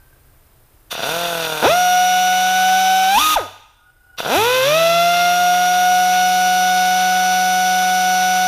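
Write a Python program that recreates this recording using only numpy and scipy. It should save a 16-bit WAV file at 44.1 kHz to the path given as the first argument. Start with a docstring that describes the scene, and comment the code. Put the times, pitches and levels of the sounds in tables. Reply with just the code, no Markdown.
"""Air grinder in a steel bore

A four-vane rotor runs twice in a workshop: slow start, full speed, short race and stop, then a second start.
Each vane releases an air puff that rings exhaust resonances; filtered noise hisses with the vanes and the
shaft adds a hum with harmonics. The grip thuds as low decaying rings and a leak whistles in the pauses as a
wavering tone, over shaped room and microphone noise with faint switching tones; noise echoes the tool."""
import sys
import numpy as np
from scipy import signal
from scipy.fft import rfft, irfft, next_fast_len
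from scipy.io import wavfile
from scipy.ndimage import uniform_filter1d

SR = 44100
rng = np.random.default_rng(int(sys.argv[2]) if len(sys.argv) > 2 else 0)


def dump_mix(stems):
    """Bounce the given channels to the path in sys.argv[1] as a 16-bit WAV at rate SR."""
    frames = np.atleast_2d(stems).T  # one column per channel
    limited = np.clip(frames, -1, 1)  # hard clip at full scale
    pcm = np.round(limited * 32767).astype(np.int16)
    wavfile.write(sys.argv[1], SR, pcm)


N = 373527


def from_db(db):
    """Decibels to amplitude gain."""
    return 10 ** (np.asarray(db) / 20)


def rms_one(x):
    """Scale to rms 1."""
    return x / np.sqrt(np.mean(x ** 2) + 1e-20)


def in_time(rows):
    """Columns of a time curve, interpolated to one value a sample."""
    time_s, *columns = np.transpose(rows)
    return [np.interp(np.arange(N) / SR, time_s, column) for column in columns]


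def at_hz(points, hz):
    """Read a frequency curve on a log-frequency axis."""
    point_hz, value = np.array(points).T
    return np.interp(np.log(hz + 1), np.log(point_hz), value)


def drift(corner_hz):
    """Slow random wander, rms 1: two-pole low-passed noise at SR / 40, interpolated."""
    pole = np.exp(-80 * np.pi * corner_hz / SR)
    noise = rng.standard_normal(N // 40 + 2002)
    slow = signal.lfilter([1], [1, -2 * pole, pole * pole], noise)[2000:]   # filter settled
    return np.interp(np.arange(N) / 40, np.arange(len(slow)), rms_one(slow))


def resonate(x, modes, gaps):
    """Steep resonances side by side, cut by gaps, as a causal minimum-phase filter."""
    size = 4096
    hz = np.fft.rfftfreq(size, 1 / SR)
    power, cut_db = 0, 0
    for centre_hz, width_hz, top_db in modes:
        power = power + from_db(2 * top_db) / (1 + (2 * (hz - centre_hz) / width_hz) ** 2) ** 2
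    for centre_hz, width_hz, depth_db in gaps:
        cut_db = cut_db + depth_db / (1 + (2 * (hz - centre_hz) / width_hz) ** 2)
    rise = hz / np.hypot(hz, 300)   # a small outlet radiates no steady flow
    magnitude = np.sqrt(power) * from_db(cut_db) * rise
    cepstrum = irfft(np.log(magnitude + 1e-5), size)
    cepstrum[1:size // 2] *= 2   # fold to minimum phase
    cepstrum[size // 2 + 1:] = 0
    impulse = irfft(np.exp(rfft(cepstrum)), size)
    return signal.oaconvolve(x, impulse)[:N]


def coloured(x, spectrum):
    """Filter noise by a spectrum; rms 1."""
    size = next_fast_len(N)
    gain = from_db(at_hz(spectrum, np.fft.rfftfreq(size, 1 / SR)))
    return rms_one(irfft(rfft(x, size) * gain, size)[:N])


# leak whistle: time_s, pitch_hz, level_db
LEAK_WHISTLE = [(0, 1556, -59), (.3, 1585, -72), (.55, 1560, -92), (3.7, 1505, -88), (3.8, 1440, -58.5),
                (4.0, 1460, -56), (4.17, 1450, -52), (4.25, 1460, -82)]


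def leak():
    """Breathy whistle of wavering pitch and level, with a weak octave and a weak tone below."""
    pitch_hz, level_db = in_time(LEAK_WHISTLE)
    angle = 2 * np.pi * np.cumsum(pitch_hz * (1 + 0.0062 * drift(40))) / SR
    partials = .08 * np.sin(2 * angle) + .2 * np.sin(.532 * angle)
    return from_db(level_db + 4.5 * drift(40)) * (np.sin(angle) + partials)


# room and microphone noise spectrum: freq_hz, relative_db_per_hz
FLOOR_SPECTRUM = [(12, -37), (20, -4.5), (66, -10.5), (97, -14), (129, -14), (175, -30.5), (265, -26.5),
                  (288, -25), (900, -30), (1570, -31.5), (1750, -34.5), (6120, -43.5), (8540, -40.5),
                  (9280, -38.5), (15300, -33.5)]
# room and microphone noise level: time_s, rms_db
FLOOR_LEVEL_CURVE = [(0, -49.5), (.9, -50), (3.5, -61.5), (4.2, -54), (5.5, -54), (8.47, -55)]
# faint electronic tones: pitch_hz, peak_db
SWITCHING_TONES = [(8630, -67), (5066, -74)]


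def background():
    """Room rumble and microphone hiss as shaped noise, with tones gated about 30 times a second."""
    t = np.arange(N) / SR
    on = (t * 30000 / 1001 + .2) % 1 < .52
    on = uniform_filter1d(on * 1., size=60)   # soft edges, samples
    tones = sum(from_db(peak_db) * np.sin(2 * np.pi * hz * t) for hz, peak_db in SWITCHING_TONES)
    floor = coloured(rng.standard_normal(N), FLOOR_SPECTRUM)
    return from_db(in_time(FLOOR_LEVEL_CURVE)[0]) * floor + on * tones


# rotor speed steps from trigger or load, each run: start_s, vane_pass_change_hz, lag_s
FIRST_RUN_STEPS = [(.902, -60.6, .234), (.908, 151.6, .0439), (1.615, 585.1, .0198), (1.816, 18.3, .0702),
                   (2.066, 37.9, .2631), (3.065, 61.1, .0203), (3.137, 122.3, .0106), (3.167, 301.5, .0083),
                   (3.304, -498.6, .0557), (3.333, -753.6, .0133)]
SECOND_RUN_STEPS = [(4.169, 413.4, .0566), (4.334, 68.6, .0103), (4.444, 9.4, .0039), (4.61, 109.1, .0276),
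                    (4.721, 25.7, .0117), (4.731, 44.4, .0903), (5.012, 28.9, .2174), (6.846, 2.8, .0232)]
CREEP_HZ = 35   # slowest vane passing rate


def rotor_speed():
    """Vane passing rate in Hz: rotor inertia answers each step through a triple lag, from a creep."""
    t, runs = np.arange(N) / SR, []
    for steps in (FIRST_RUN_STEPS, SECOND_RUN_STEPS):
        vane_hz = CREEP_HZ
        for start_s, change_hz, lag_s in steps:
            u = np.maximum(t - start_s, 0) / lag_s
            vane_hz = vane_hz + change_hz * (1 - (1 + u + u * u / 2) * np.exp(-u))
        runs.append(vane_hz)
    return np.maximum(np.where(t < SECOND_RUN_STEPS[0][0], runs[0], runs[1]), CREEP_HZ)


# air blasts as the valve opens: start_s, exhaust_hiss_db, jet_hiss_db (before rise and decay)
VALVE_BLASTS = [(0.898, -20.5, -24), (4.17, -17.5, -33)]
# air flow with the valve open: time_s, exhaust_hiss_db, jet_and_grit_hiss_db
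AIR_FLOW = [(.96, -30.5, -43), (1.07, -25, -31), (1.6, -28, -32.5), (1.66, -22.5, -30),
            (1.79, -30.5, -29.5), (2.11, -28.5, -31.5), (3.1, -27.5, -30.5), (3.2, -21.5, -22.5),
            (3.34, -19.5, -22.5), (4.25, -30.5, -38), (4.35, -24, -25.5), (4.48, -24.5, -28.5),
            (4.71, -22.5, -28), (4.95, -27.5, -30.5), (5.85, -28.5, -29), (8.47, -29.5, -29)]
# shaft hum by rotor speed, before run and surge offsets: vane_pass_hz, level_db
SHAFT_HUM = [(35, -69), (175, -63), (300, -57), (410, -31.5), (500, -42.5), (600, -32), (735, -36),
             (1245, -34)]
BLAST_RISE_S, BLAST_FALL_S = 0.022, 0.028
SHUT_S = 3.351
AIR_DROP_DB, AIR_DROP_S, AIR_FADE_DB_PER_S = -12.5, 0.0079, -140   # after the valve shuts
# surge: rotor gain in Hz a second over (vane_hz + SURGE_HZ)
PUFF_DB, PUFF_DB_PER_KHZ, SURGE_DB_S, SURGE_HZ = 21.5, -6, 0.5, 301
STUCK_DB, FREE_HZ, FREE_SPAN_HZ = -17, 49.6, 70   # weak puffs until the rotor runs free
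# puffs break off at shutting, return from the trapped air and fade
BREAK_DB, BREAK_S, RETURN_S, COAST_DB, COAST_DB_PER_S = -24, .0045, 0.0073, 22, -200
HUM_FIRST_RUN_DB, HUM_SURGE_DB_S = -3.5, 1


def valve(vane_hz):
    """Gains of exhaust hiss, jet and hum, and puff level in dB, from valve state and rotor speed."""
    t = np.arange(N) / SR
    first_open_s, second_open_s = VALVE_BLASTS[0][0], VALVE_BLASTS[1][0]
    coasting = (t > SHUT_S) & (t < second_open_s)
    shut_for_s = np.where(coasting, t - SHUT_S, 0)

    opened, blast = 0, 0
    for start_s, *levels_db in VALVE_BLASTS:
        since_s = np.maximum(t - start_s, 0)
        rise = np.clip(since_s / BLAST_RISE_S, 0, 1) ** 2
        opened = np.where(t > start_s, rise, opened)
        blast = blast + rise * np.exp(-since_s / BLAST_FALL_S) * from_db(levels_db)[:, None]
    shut_db = AIR_DROP_DB * np.clip(shut_for_s / AIR_DROP_S, 0, 1) + AIR_FADE_DB_PER_S * shut_for_s
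    flow = opened * from_db(shut_db)
    hiss_gain, jet_gain = np.hypot(flow * from_db(in_time(AIR_FLOW)), blast)

    surge = np.maximum(np.gradient(vane_hz) * SR / (vane_hz + SURGE_HZ), 0)
    stuck_db = STUCK_DB * np.clip(1 - (vane_hz - FREE_HZ) / FREE_SPAN_HZ, 0, 1)
    unopened_db = -90 * (t < first_open_s)
    driven_db = PUFF_DB + PUFF_DB_PER_KHZ * vane_hz / 1000 + SURGE_DB_S * surge + stuck_db + unopened_db
    coast_db = COAST_DB + COAST_DB_PER_S * shut_for_s
    break_span_s = np.where(coasting, RETURN_S, BREAK_S)
    break_db = BREAK_DB * np.exp(-((t - SHUT_S) / break_span_s) ** 2)
    puff_db = np.where(coasting, coast_db, driven_db) + break_db

    hum_db = at_hz(SHAFT_HUM, vane_hz) + HUM_FIRST_RUN_DB * (t < second_open_s) + HUM_SURGE_DB_S * surge
    return hiss_gain, jet_gain, flow * from_db(hum_db), puff_db


def puffs(passes, strength):
    """One band-limited pulse per whole step of the pass count, placed between samples."""
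    at = np.flatnonzero(np.diff(np.floor(passes)) > 0)
    late = (np.floor(passes[at + 1]) - passes[at]) / (passes[at + 1] - passes[at])
    taps = np.arange(-8, 9)
    offset = taps - late[:, None]
    pulse = np.sinc(offset) * np.cos(np.pi * offset / 18) ** 2   # windowed sinc
    out = np.zeros(N + 16)
    np.add.at(out, at[:, None] + taps + 8, strength[at, None] * pulse)
    return out[8:N + 8]


# single puffs as the rotor breaks loose: start_s, pulse_db
LOOSE_POPS = [(0.926, 20), (0.951, 20), (0.978, 18), (0.993, 21), (1.034, 14), (1.626, 31.5), (4.202, 26.5),
              (4.229, 18), (4.261, 27.5), (4.287, 23)]
# exhaust resonances rung by puffs, low, middle, upper, high: centre_hz, width_hz, top_db
OUTLET_MODES = [(330, 530, -4), (601, 530, 0.5), (797, 620, -0.5), (1393, 1010, -6)]
BORE_MODES = [(2117, 44, -17.5), (2520, 316, -8.5), (3050, 530, -18.5), (3410, 230, -15), (3890, 370, -18)]
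UPPER_BORE_MODES = [(4440, 480, -28.5), (4740, 300, -19.5), (5260, 270, -23.5)]
WHINE_MODES = [(5808, 530, -12.5), (6300, 360, -22.5), (7550, 500, -30.5), (9050, 240, -32),
               (9600, 340, -35.5), (11310, 920, -27.5), (14300, 1600, -36.5)]
# fewer resonances, softly puffed by a barely turning rotor: centre_hz, width_hz, top_db
CRAWL_MODES = [(176, 180, -7.5), (367, 140, -14.5), (503, 160, -4), (688, 123, -0.5), (916, 220, -8),
               (1450, 225, -5), (2400, 350, -16.5), (3640, 1300, -25)]
# side cavities that swallow sound; the bore gap also cuts the hiss: centre_hz, width_hz, depth_db
OUTLET_CAVITIES = [(1110, 110, -12), (1740, 200, -8)]
BORE_CAVITY = [(2270, 110, -8)]
# resonance group drift: time_s, middle_db, upper_db, high_db
GROUP_LEVELS = [(1.6, -1, -6, -8), (1.8, 4, 1, 0.5), (2.4, 5, -4, -1), (2.8, 2.5, 1, 0.5),
                (3.14, 3, -2, -2.5), (3.22, 5.5, -6, -5), (3.35, -2, -10, -8), (3.4, -13, -14, -18),
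                (4.3, 4, -6, -5), (4.6, 3.5, -13, -9), (4.9, 3.5, 0, -1), (5.2, 5.5, 3, -1.7),
                (5.6, 1, -5, -2), (6.2, 1, 4.5, -1.5), (8.47, -1, 2, 0)]


def exhaust(vane_hz, shaft, passes, puff_db):
    """Vane puffs ring the exhaust passages; crawling and free rotors excite different resonances."""
    crawling = np.clip((235 - vane_hz) / 50, 0, 1)
    # unequal vanes: strength repeats once a turn, more so when crawling
    throb_db = 3.0 * crawling * np.cos(shaft)
    uneven_db = throb_db + 0.34 * np.cos(shaft) + (.12 + 0.89 * crawling) * np.cos(2 * shaft + 1.3)
    sputter_db = 2.2 * np.clip((150 - vane_hz) / 60, 0, 1)
    scatter_db = (.3 + 1.2 * crawling + sputter_db) * rng.standard_normal(N)
    strength = -from_db(puff_db + uneven_db + scatter_db)

    # racing: a counter-stroke half a pass later thins the even harmonics
    racing = 0.7 * np.clip((vane_hz - 780) / 200, 0, 1)
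    fast = puffs(passes, (1 - crawling) * strength) - puffs(passes + .5, racing * strength)
    slow = puffs(passes, crawling * strength)
    for start_s, pulse_db in LOOSE_POPS:
        slow[round(start_s * SR) + 60] += from_db(pulse_db)   # 60 samples late
    # loose end of the abrasive roll slaps the bore once a turn
    slaps = puffs(shaft / (2 * np.pi) + 0.126, from_db(-8.5) * (1 - crawling) * strength)
    bright = fast + slaps

    bore_db, upper_db, whine_db = in_time(GROUP_LEVELS)
    low = resonate(fast, OUTLET_MODES, OUTLET_CAVITIES)
    middle = resonate(from_db(bore_db) * bright, BORE_MODES, BORE_CAVITY)
    upper = resonate(from_db(upper_db) * bright, UPPER_BORE_MODES, [])
    high = resonate(from_db(whine_db) * bright, WHINE_MODES, [])
    crawl = resonate(slow, CRAWL_MODES, BORE_CAVITY)
    return low + middle + upper + high + crawl


# exhaust passages as turbulent air colours them: centre_hz, width_hz, relative_db
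TURBULENCE_MODES = [(139, 81, 1), (450, 160, -37.5), (860, 180, 2.5), (1278, 700, 6), (1940, 1600, -0.5),
                    (2650, 710, 8.5), (2930, 630, 3), (3550, 374, 13.5), (3980, 630, 4), (4680, 830, 2),
                    (5780, 390, 5.5), (6600, 500, -55.5)]
# jet colour as the hands move: time_s, list of (freq_hz, relative_db_per_hz)
JET_SPECTRA = [(2.498, [(3820, -18.5), (6500, 2), (6780, 0.5), (7470, -8.5), (9140, 0), (10000, -5.5),
               (11200, 1), (13200, -3.5), (14700, -1.5), (15200, -6.5)]), (4.6, [(3820, -9), (6500, -1.5),
               (7360, -7), (8580, -10), (9340, -7), (10100, -6.5), (11600, 0.5), (13100, -8), (13900, -3.5),
               (15200, -8)]), (7.0, [(3820, 2.5), (6500, 4.5), (8280, -11), (8550, -3), (9540, 6.5),
               (10400, -6), (11400, 1.5), (13100, -1), (14100, 0), (14700, -2), (15200, -11)])]
VANES = 4


def motor():
    """Puffs, gated hiss and shaft hum, all driven by the rotor's angle."""
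    vane_hz = rotor_speed()
    hiss_gain, jet_gain, hum_gain, puff_db = valve(vane_hz)
    shaft = 2 * np.pi * np.cumsum(vane_hz * (1 + .0006 * drift(25))) / SR / VANES
    # unequal vane spacing repeats once a turn
    passes = VANES * shaft / (2 * np.pi) - .015 * np.sin(shaft) + 0.0035 * np.sin(2 * shaft)

    # hiss swells as each vane opens and once a turn
    gate = (1 + 0.095 * np.cos(2 * np.pi * passes - .8)) * (1 + 0.086 * np.cos(shaft - .4))
    gated_noise = rng.standard_normal(N) * gate * from_db(1.2 * drift(25))
    hiss = rms_one(resonate(gated_noise, TURBULENCE_MODES, BORE_CAVITY))

    jet_gate = (1 + 0.13 * np.cos(shaft - .4)) * (1 + .1 * np.cos(2 * np.pi * passes))
    jet_noise = rng.standard_normal(N) * jet_gate
    times_s = [time_s for time_s, spectrum in JET_SPECTRA]
    shares = in_time(np.column_stack([times_s, np.eye(len(times_s))]))   # crossfade weights
    jet = sum(share * coloured(jet_noise, spectrum) for share, (time_s, spectrum) in zip(shares, JET_SPECTRA))
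    jet = signal.sosfilt(signal.butter(4, 4500, "high", fs=SR, output="sos"), jet)

    hum = np.sqrt(2) * (np.sin(shaft) + 0.4 * np.sin(2 * shaft) + 0.3 * np.sin(3 * shaft))
    air = hiss_gain * hiss + jet_gain * jet
    return exhaust(vane_hz, shaft, passes, puff_db) + air + hum_gain * hum


# workshop echo decay: freq_hz, t60_s
ECHO_DECAY = [(100, 1), (500, 0.3), (1240, 0.81), (3000, 0.86), (8000, 0.68), (15000, 0.49)]


def workshop(x):
    """Diffuse echo: unit-energy noise that dies away band by band."""
    t, echo = np.arange(SR) / SR, 0
    edges_hz = 60 * 2 ** np.arange(0, 8.1, 1)
    for low_hz, high_hz in zip(edges_hz, edges_hz[1:]):
        octave = signal.butter(2, [low_hz, high_hz], "band", fs=SR, output="sos")
        band = signal.sosfilt(octave, rng.standard_normal(SR))
        t60_s = at_hz(ECHO_DECAY, np.sqrt(low_hz * high_hz))
        echo = echo + band * from_db(-60 * t / t60_s)
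    echo = echo * np.clip((t - .006) / 0.014, 0, 1)   # first walls answer after a few ms
    return signal.fftconvolve(x, echo / np.sqrt(np.sum(echo ** 2)))[:N]


# grip thuds: start_s, level_db, pitch_hz, t60_s
GRIP_THUDS = [(1.65, -42, 50.4, .25), (1.69, -33, 80, 0.24), (3.155, -30, 40.3, 0.27),
              (3.358, -23, 35.7, 0.12), (3.40, -37, 96, 0.59), (4.37, -40, 70, .3), (4.45, -40, 60, .3),
              (4.6, -47, 70, .3), (4.7, -43, 55, 0.27), (3.2, -36, 70.5, 0.45)]


def grip():
    """Each thud is a low decaying sine with a soft start."""
    out, t = np.zeros(N), np.arange(SR // 2) / SR
    for start_s, level_db, pitch_hz, t60_s in GRIP_THUDS:
        decay = from_db(level_db - 60 * t / t60_s)
        attack = 1 - np.exp(-t / 0.0031)
        start = round(start_s * SR)
        out[start:start + len(t)] += np.sin(2 * np.pi * pitch_hz * t) * decay * attack
    return out


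def scene():
    """The tool close by, its echo, grip, leak and the quiet room."""
    tool = motor()
    echo = from_db(-16) * workshop(tool)
    return (tool + echo + grip() + leak() + background())[None]


CUTOFF_HZ = 15300


def record(dry):
    """Round the peaks by tanh, then cut the top by a steep low-pass."""
    rounded = 1.2 * np.tanh(dry / 1.2)
    low_pass = signal.ellip(12, .5, 70, CUTOFF_HZ, fs=SR, output="sos")   # ripple dB, stopband dB
    return signal.sosfilt(low_pass, rounded)


dry = scene()
out = record(dry)
dump_mix(out)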